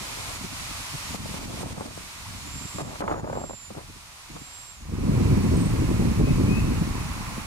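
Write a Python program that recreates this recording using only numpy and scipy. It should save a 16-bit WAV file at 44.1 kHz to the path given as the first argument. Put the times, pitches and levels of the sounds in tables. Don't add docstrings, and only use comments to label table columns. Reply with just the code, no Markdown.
import sys
import numpy as np
from scipy import signal
from scipy.fft import rfft, irfft
from scipy.io import wavfile
from scipy.ndimage import uniform_filter1d

SR = 44100
rng = np.random.default_rng(int(sys.argv[2]) if len(sys.argv) > 2 else 0)


def unload_wav(signal):
    wavfile.write(
        sys.argv[1],
        SR,
        np.round(np.clip(np.atleast_2d(signal).T, -1, 1) * 32767).astype(np.int16),
    )


N = 328986
TIME = np.arange(N) / SR
BIN_HZ = np.maximum(np.arange(N // 2 + 1) * SR / N, 1)

# frequency in Hz, relative density in dB.
BRIGHT_HISS_DB = [(180, -14), (300, -11.5), (519, -12), (612, -7.5), (812, -5.5), (974, -1.5), (1270, -2.5),
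                  (1580, -5.5), (2390, -2.5), (3200, -6), (4000, -5), (6670, -7), (9450, -9.5),
                  (13200, -18), (14500, -21), (15800, -34)]
DULL_HISS_DB = [(290, -8), (500, -11), (760, -7.5), (904, -4), (1040, -1), (1520, -8), (2520, -7),
                (3270, -14.5), (4370, -12), (4760, -14), (5580, -13.5), (10100, -17.5), (13300, -25),
                (15800, -32)]
# frequency in Hz, left minus right in dB.
BRIGHT_LEAN_DB = [(900, -2), (1400, 3.5), (2000, -5.5), (3200, 0.5), (5000, 0), (7500, -2.5), (11000, -5),
                  (14500, -0.5)]
DULL_LEAN_DB = [(900, -1.5), (1500, 2.5), (2050, -9), (2600, -2.5), (5000, -0.5), (7500, -4.5),
                (11000, -10), (14500, -2)]
# frequency in Hz, left-right correlation.
HISS_CORRELATION = [(300, 0.16), (700, 0.59), (1100, 0.53), (1700, -0.29), (2700, -0.27), (6000, -0.0026),
                    (15000, 0.054)]
# frequency in Hz, relative density in dB.
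SWELL_SPECTRUM_DB = [(12, -34), (22, -6.5), (45, -1.5), (75, -1), (120, -3.5), (200, -14), (320, -34),
                     (600, -74)]
CHURN_SPECTRUM_DB = [(40, -34), (80, -5), (130, -3.5), (200, -3), (280, -7), (400, -16.5), (600, -26.5),
                     (1000, -41), (2000, -76)]
MIDRANGE_SPECTRUM_DB = [(90, -22), (160, -11), (270, 1.5), (420, 0.5), (600, 3.5), (900, -1), (1200, -5.5),
                        (1700, -15), (2500, -25), (3500, -37), (5000, -66)]
PUFF_SPECTRUM_DB = [(90, -18), (160, -7), (290, 0.5), (450, -4.5), (680, 3), (900, -2), (1200, -6.5),
                    (1700, -16), (2500, -28), (3500, -34), (5000, -66)]
# frequency in Hz, phase in radians at lead = 1.
PORT_PHASE_RAD = [(30, 0.3), (60, 0.22), (130, 0.92), (290, 1.58), (600, 1.82), (2000, 1.78)]
# start, rise, hold and decay time in seconds, relative level in dB,
# churn over swell in dB.
GUSTS = [(-.4, 0.63, .65, 0.19, -44.5, -6.5), (0.901, 0.23, 0.58, 0.29, -39, 3.5),
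         (2.032, 0.28, 0.27, 0.081, -42, -4.5), (2.667, 0.16, 0.049, 0.065, -38.5, 5.5),
         (2.883, .17, 0.29, 0.18, -38.5, 2.5), (3.64, 0.19, 0.085, 0.096, -49.5, -13),
         (4.217, 0.088, 0.076, 0.056, -49, 0.5), (4.71, .43, .4, .35, -21.3, 4.2),
         (5.0, 1.2, .31, .41, -21.2, 2.6)]
# centre and half width in seconds, depth in dB (negative lifts).
LULLS = [(0.866, 0.035, 9.5), (2.12, 0.029, 9), (2.41, 0.052, 4), (2.723, 0.043, -2), (3.6, 0.04, 9),
         (4.2, 0.065, 4), (5.425, 0.019, 5), (5.69, 0.02, 1.5), (6.155, 0.023, 8), (6.383, 0.017, 3)]
# start and hold in seconds, relative level in dB.
MIDRANGE_SPELLS = [(0, .34, -46), (1.281, 0.6, -44.5), (2.778, 0.031, -35.5), (2.816, 0.11, -41),
                   (3.002, 0.033, -29.5), (3.078, 0.09, -33), (3.226, .19, -38), (3.486, 0.028, -51),
                   (3.738, 0.043, -42), (4.327, 0.049, -50)]
# centre in seconds, relative level in dB.
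BUMPS = [(0.018, -45), (.42, -45), (.45, -40), (.53, -49), (.71, -48), (0.807, -48), (0.949, -38),
         (1.11, -40.5), (1.15, -50), (1.645, -42), (2.345, -52), (2.47, -46.5), (2.56, -45), (2.62, -45),
         (2.653, -43.5), (2.757, -40.5), (3.719, -46), (3.777, -41.5), (3.899, -49.5), (3.965, -51.5),
         (4.308, -49), (4.355, -46.5), (4.42, -49), (4.93, -36), (5.085, -28.5), (5.201, -31), (5.328, -23),
         (5.557, -25), (5.82, -28), (5.914, -28), (6.022, -26), (6.07, -27.5), (6.21, -20), (6.41, -25),
         (6.483, -24), (6.68, -32), (6.825, -27), (7.383, -36)]
# start in seconds, relative peak in dB, speed ratio to a usual eddy.
PUFFS = [(1.144, -27, 0.8), (1.255, -26.5, 0.69), (1.631, -29, 0.83), (1.776, -28.5, 0.78),
         (1.808, -23.5, 0.83), (1.974, -31, 0.84), (2.784, -25, 0.84), (2.804, -27, 1.1),
         (2.929, -32, 0.89), (2.956, -31, 1.1), (3.006, -24, 1.03), (3.018, -23, 1.18), (3.078, -18.5, 1.2),
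         (3.112, -18, 1.1), (3.138, -25, 1.1), (3.243, -24, 0.78), (3.298, -24, 0.74), (3.328, -21.5, 0.96),
         (3.352, -21.5, .85), (3.372, -21, 1), (3.438, -23.5, 0.81), (3.495, -30, 0.82),
         (3.508, -29.5, 0.93), (3.532, -31, 0.87), (3.703, -29.5, 0.72), (3.781, -29.5, 0.92),
         (4.363, -31, 0.87)]
# start in seconds, depth in dB.
DIPS = [(.37, 3), (.46, 3.5), (1.16, 6), (1.38, 5), (1.45, 7), (1.625, 8), (1.725, 10.5), (1.86, 9.5),
        (2.815, 11), (3.01, 16.5), (3.13, 17), (3.2, 18.5), (6.201, 2.5), (7.419, 1.5)]
# centre and length in seconds, top pitch in Hz, end droop in Hz, relative level in dB.
FLOCK_NOTES = [(.35, .17, 6830, 120, -52.5), (1.10, .18, 7000, 150, -53.5), (1.612, .055, 8560, 120, -45.5),
               (1.678, .045, 8540, 60, -50.5), (1.793, .05, 8550, 60, -44.5), (1.952, .055, 8280, 60, -49),
               (3.695, .15, 8770, 80, -48), (4.8, .15, 6730, 40, -52)]
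TOOTS = [(2.262, .022, 975, 60, -42.5), (6.965, .03, 1005, 40, -40)]
PIPS = [(5.546, .015, 8150, 250, -49.5), (5.571, 0.016, 8540, 400, -41), (5.595, .015, 8220, 250, -48),
        (5.617, .02, 8470, 300, -40.5), (5.644, 0.018, 8050, 250, -50), (5.661, .019, 8460, 250, -42)]
# start and length in seconds, top pitch in Hz, climb in Hz and in seconds,
# droop in Hz and in seconds, release in seconds, relative level in dB.
WHISTLES = [(2.365, .595, 7385, 702, .24, 200, 0.24, 0.086, -38.5),
            (3.02, 0.207, 6845, 90, .18, 10, .03, .025, -37.5),
            (3.235, .48, 7390, 470, .205, 330, .27, 0.064, -33.5),
            (4.30, 0.495, 7530, 886, 0.21, 310, .135, 0.095, -38.3)]
# centre and half width in seconds, depth in dB.
WHISTLE_DIPS = [(3.14, .02, 4), (4.51, 0.029, 3), (4.655, 0.022, 6), (4.738, .009, 7)]
# centre and length in seconds, pitch in Hz, glide in Hz per second,
# relative level in dB.
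SLURS = [(6.24, .05, 2405, 500, -45.5), (6.283, .08, 2570, 900, -41.5), (6.541, .175, 2545, 1900, -37.3),
         (7.0, .15, 2560, -2600, -50)]

BRIGHT_END_S, DULL_START_S, HISS_FADE_S = 5.06, 4.764, .47
CRACKS_S = (2.603, 2.737, 2.797)


def from_db(db):
    return 10 ** (np.asarray(db) / 20)


def unit_rms(x):
    return x / np.sqrt(np.mean(x ** 2) + 1e-20)


def unit_in_band(x, low_hz, high_hz):
    band = irfft(rfft(x.mean(axis=0)) * ((BIN_HZ > low_hz) & (BIN_HZ < high_hz)), N)
    return x / band.std()


def steadied(x, samples):
    return x / np.sqrt(uniform_filter1d(np.mean(x ** 2, axis=0), size=samples) + 1e-12)


def over_hz(table):
    hz, values = np.transpose(table)
    return np.interp(np.log(BIN_HZ), np.log(hz), values)


def drift(rate_hz):
    return unit_rms(irfft(rfft(rng.standard_normal(N)) / (1 + (BIN_HZ / rate_hz) ** 2), N))


def bell(centre_s, width_s):
    return np.exp(-np.minimum(((TIME - centre_s) / width_s) ** 2, 20))


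def envelope(start_s, rise_s, hold_s, decay_s):
    age_s = TIME - start_s
    rise = np.clip(age_s / rise_s, 0, 1) ** 2
    return rise * np.exp(-np.clip((age_s - rise_s - hold_s) / decay_s, 0, 30))


def easing(rows):
    return from_db(-sum(depth_db * bell(centre_s, width_s) for centre_s, width_s, depth_db in rows))


def hiss(spectrum_db, lean_db):
    mid, side = rfft(rng.standard_normal((2, N)))
    correlation = np.clip(over_hz(HISS_CORRELATION), -1, 1)
    pair = np.sqrt(1 + correlation) * mid + np.sqrt(1 - correlation) * side * [[1], [-1]]
    balance = from_db(over_hz(lean_db) * np.array([[1], [-1]]) / 2)
    balance /= np.sqrt(np.mean(balance ** 2, axis=0))
    return unit_in_band(irfft(pair * balance * from_db(over_hz(spectrum_db)), N), 3800, 6300)


def gusts(calm_db=-56.5, calm_churn_db=-13):
    power = from_db(calm_db) ** 2
    churn = power * from_db(calm_churn_db)
    for start_s, rise_s, hold_s, decay_s, level_db, churn_db in GUSTS:
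        shape = envelope(start_s, rise_s, hold_s, decay_s)
        gust_power = (from_db(level_db) * shape) ** 2
        power = power + gust_power
        churn = churn + gust_power * from_db(churn_db) * shape ** .4
    return np.sqrt(power), churn / power


def eddies(lump_db, rate_hz):
    return rng.standard_normal(N) * from_db(lump_db * np.clip(drift(rate_hz), -2, 2))


def at_ports(pressure, spectrum_db, lead, own_db=None):
    if own_db is not None:
        pressure = pressure + from_db(own_db) * rng.standard_normal((2, N))
    turn = np.exp(.5j * lead * over_hz(PORT_PHASE_RAD) * np.array([[1], [-1]]))
    return irfft(rfft(pressure) * from_db(over_hz(spectrum_db)) * turn, N)


def rumble(strength, churn_ratio):
    swell = at_ports(rng.standard_normal(N), SWELL_SPECTRUM_DB, lead=-1.04, own_db=-11.5)
    churn = at_ports(eddies(lump_db=4.5, rate_hz=81), CHURN_SPECTRUM_DB, lead=-1, own_db=-11.5)
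    wind = steadied(unit_rms(swell) + churn_ratio * unit_rms(churn), SR // 12)
    return strength * unit_in_band(wind, 30, 300)


def midrange_noise(strength, gust_share_db=-30.5):
    spells = [from_db(level_db) * envelope(start_s, rise_s=.0069, hold_s=hold_s, decay_s=.033)
              for start_s, hold_s, level_db in MIDRANGE_SPELLS]
    level = np.max(spells + [from_db(gust_share_db) * strength], axis=0)
    noise = at_ports(eddies(lump_db=5.5, rate_hz=120), MIDRANGE_SPECTRUM_DB, lead=.94, own_db=-6)
    return level * unit_rms(noise)


def bumps(width_s=.012):
    level = sum(from_db(level_db) * bell(centre_s, width_s) for centre_s, level_db in BUMPS)
    noise = at_ports(rng.standard_normal(N), CHURN_SPECTRUM_DB, lead=-.79)
    return level * steadied(noise, SR // 40)


def arched_notes(rows, waver_hz):
    out, jitter_hz = np.zeros(N), waver_hz * drift(80)
    for centre_s, length_s, top_hz, droop_hz, level_db in rows:
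        on = np.abs(TIME - centre_s) < length_s / 2
        place = (TIME[on] - centre_s) / (length_s / 2)
        phase = 2 * np.pi * np.cumsum(top_hz - droop_hz * place ** 2 + jitter_hz[on]) / SR
        out[on] += np.sqrt(2) * from_db(level_db) * np.cos(np.pi / 2 * place) * np.sin(phase)
    return out


def panned(right_db):
    gains = from_db(np.array([[-right_db], [right_db]]) / 2)
    return gains / gains.mean()


def foliage(x, t60_s, wet_db):
    echo = rng.standard_normal((2, SR)) * from_db(-60 * TIME[:SR] / t60_s)
    echo /= np.sqrt(np.sum(echo ** 2, axis=1, keepdims=True))
    return from_db(wet_db) * signal.fftconvolve(x[None], echo, axes=1)[:, :N]


def far_ahead(x, wet_db, direct_db=0):
    return from_db(direct_db) * x * panned(right_db=2) + foliage(x, t60_s=.85, wet_db=wet_db)


def dips(rows, attack_s=.0096, rebound_db=4.5, rebound_s=.1, creep_s=2.93):
    loss_db = np.zeros(N)
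    for start_s, depth_db in rows:
        age_s = np.maximum(TIME - start_s, 0)
        regained_db = rebound_db * (1 - np.exp(-np.minimum((age_s / rebound_s) ** 2, 20)))
        shape = np.minimum(age_s / attack_s, 1) * np.exp(-age_s / creep_s)
        loss_db = np.maximum(loss_db, shape * (depth_db - regained_db))
    return from_db(-loss_db)


def puffs(rise_s=.00098, decay_s=.0055):
    noise = at_ports(rng.standard_normal(N), PUFF_SPECTRUM_DB, lead=1, own_db=-5.5)
    noise = steadied(noise, SR // 100)
    out = np.zeros((2, N))
    for start_s, peak_db, speed in PUFFS:
        on = np.flatnonzero((TIME > start_s) & (TIME < start_s + 10 * decay_s))
        age_s = TIME[on] - start_s
        shape = np.minimum(age_s / rise_s, 1) * np.exp(-np.maximum(age_s - 2 * rise_s, 0) / decay_s)
        eddy = np.array([np.interp(start_s + speed * age_s, TIME, port) for port in noise])
        out[:, on] += from_db(peak_db) * shape * eddy
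    return out


def bird_tone(pitch_hz, waver_hz, wander_hz=6.97, flutter_db=1.2):
    phase = 2 * np.pi * np.cumsum(pitch_hz + wander_hz * drift(9.34) + waver_hz * drift(69)) / SR
    return np.sqrt(2) * from_db(flutter_db * drift(41)) * np.sin(phase)


def waxwing(attack_s=.027, swell_db=15, swell_s=.27):
    song = np.zeros(N)
    sag_hz = 60 * bell(centre_s=3.53, width_s=.0277)
    for k, row in enumerate(WHISTLES):
        start_s, length_s, top_hz, climb_hz, climb_s, droop_hz, droop_s, release_s, level_db = row
        age_s, left_s = TIME - start_s, start_s + length_s - TIME
        pitch_hz = top_hz - climb_hz * np.clip(1 - age_s / climb_s, 0, 1) ** 2
        pitch_hz -= droop_hz * np.clip(1 - left_s / droop_s, 0, 1) ** 2
        voice = trill(pitch_hz) if k == 0 else bird_tone(pitch_hz - sag_hz, waver_hz=9)
        gate = np.sin(np.pi / 2 * np.clip(np.minimum(age_s / attack_s, left_s / release_s), 0, 1)) ** 2
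        onset_db = -swell_db * np.clip(1 - age_s / swell_s, 0, 1) ** 1.7
        song += gate * from_db(level_db + onset_db) * voice
    song *= easing(WHISTLE_DIPS)
    return song * panned(right_db=11) + foliage(song, t60_s=.55, wet_db=-13)


def trill(pitch_hz, start_s=2.635, rate_hz=32.2, flip_hz=310, crack_hz=400, rasp_width_hz=450):
    age_s = TIME - start_s
    cracks = sum(bell(centre_s, width_s=.006) for centre_s in CRACKS_S)
    flips = np.clip(age_s / .03, 0, 1) * np.clip(3 * np.cos(2 * np.pi * rate_hz * age_s) - .5, 0, 1)
    clear = bird_tone(pitch_hz + flip_hz * flips - crack_hz * cracks, waver_hz=14)
    clear *= from_db(-5.5 * flips - 8 * cracks)
    phase = 2 * np.pi * np.cumsum(pitch_hz) / SR
    rasp = drift(rasp_width_hz) * np.cos(phase) + drift(rasp_width_hz) * np.sin(phase)
    rasp_share = .62 * np.clip(age_s / .2, 0, 1)
    fade = from_db(-16 * np.maximum(TIME - CRACKS_S[0], 0))
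    return fade * (np.sqrt(1 - rasp_share) * clear + np.sqrt(rasp_share) * rasp)


def songbird(lead_s=.00021):
    song = np.zeros(N)
    for centre_s, length_s, pitch_hz, glide_hz_per_s, level_db in SLURS:
        offset_s = np.clip(TIME - centre_s, -length_s / 2, length_s / 2)
        voice = bird_tone(pitch_hz + glide_hz_per_s * offset_s, waver_hz=11)
        song += from_db(level_db) * np.cos(np.pi * offset_s / length_s) * voice
    ports = np.array([song, np.interp(TIME - lead_s, TIME, song)])
    return ports * panned(right_db=-7) + foliage(song, t60_s=.85, wet_db=-8)


def scene():
    strength, churn_ratio = gusts()
    strength *= easing(LULLS)
    slow_wind = from_db(.83) * rumble(strength, churn_ratio) + from_db(7) * bumps()
    midrange = from_db(.5) * midrange_noise(strength) + from_db(-2.5) * puffs()
    toots = far_ahead(arched_notes(TOOTS, waver_hz=55), wet_db=-13)

    fade_out = np.clip((BRIGHT_END_S - TIME) / HISS_FADE_S, 0, 1)
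    early = from_db(-45) * fade_out * hiss(BRIGHT_HISS_DB, BRIGHT_LEAN_DB)
    early += waxwing()
    early += far_ahead(arched_notes(FLOCK_NOTES, waver_hz=80.5), wet_db=0, direct_db=-.5)
    early *= dips([row for row in DIPS if row[0] < DULL_START_S])

    fade_in = np.clip((TIME - DULL_START_S) / HISS_FADE_S, 0, 1)
    late = from_db(-49.5) * fade_in * hiss(DULL_HISS_DB, DULL_LEAN_DB)
    late += far_ahead(arched_notes(PIPS, waver_hz=60), wet_db=-5)
    late += songbird()
    late *= dips([row for row in DIPS if row[0] >= DULL_START_S])
    return early + late + toots + slow_wind + midrange


def record(dry):
    ceiling, cutoff_hz = .6, 15800
    rounded = ceiling * np.tanh(dry / ceiling)
    return irfft(rfft(rounded) / np.sqrt(1 + (BIN_HZ / cutoff_hz) ** 400), N)


dry = scene()
out = record(dry)
unload_wav(out)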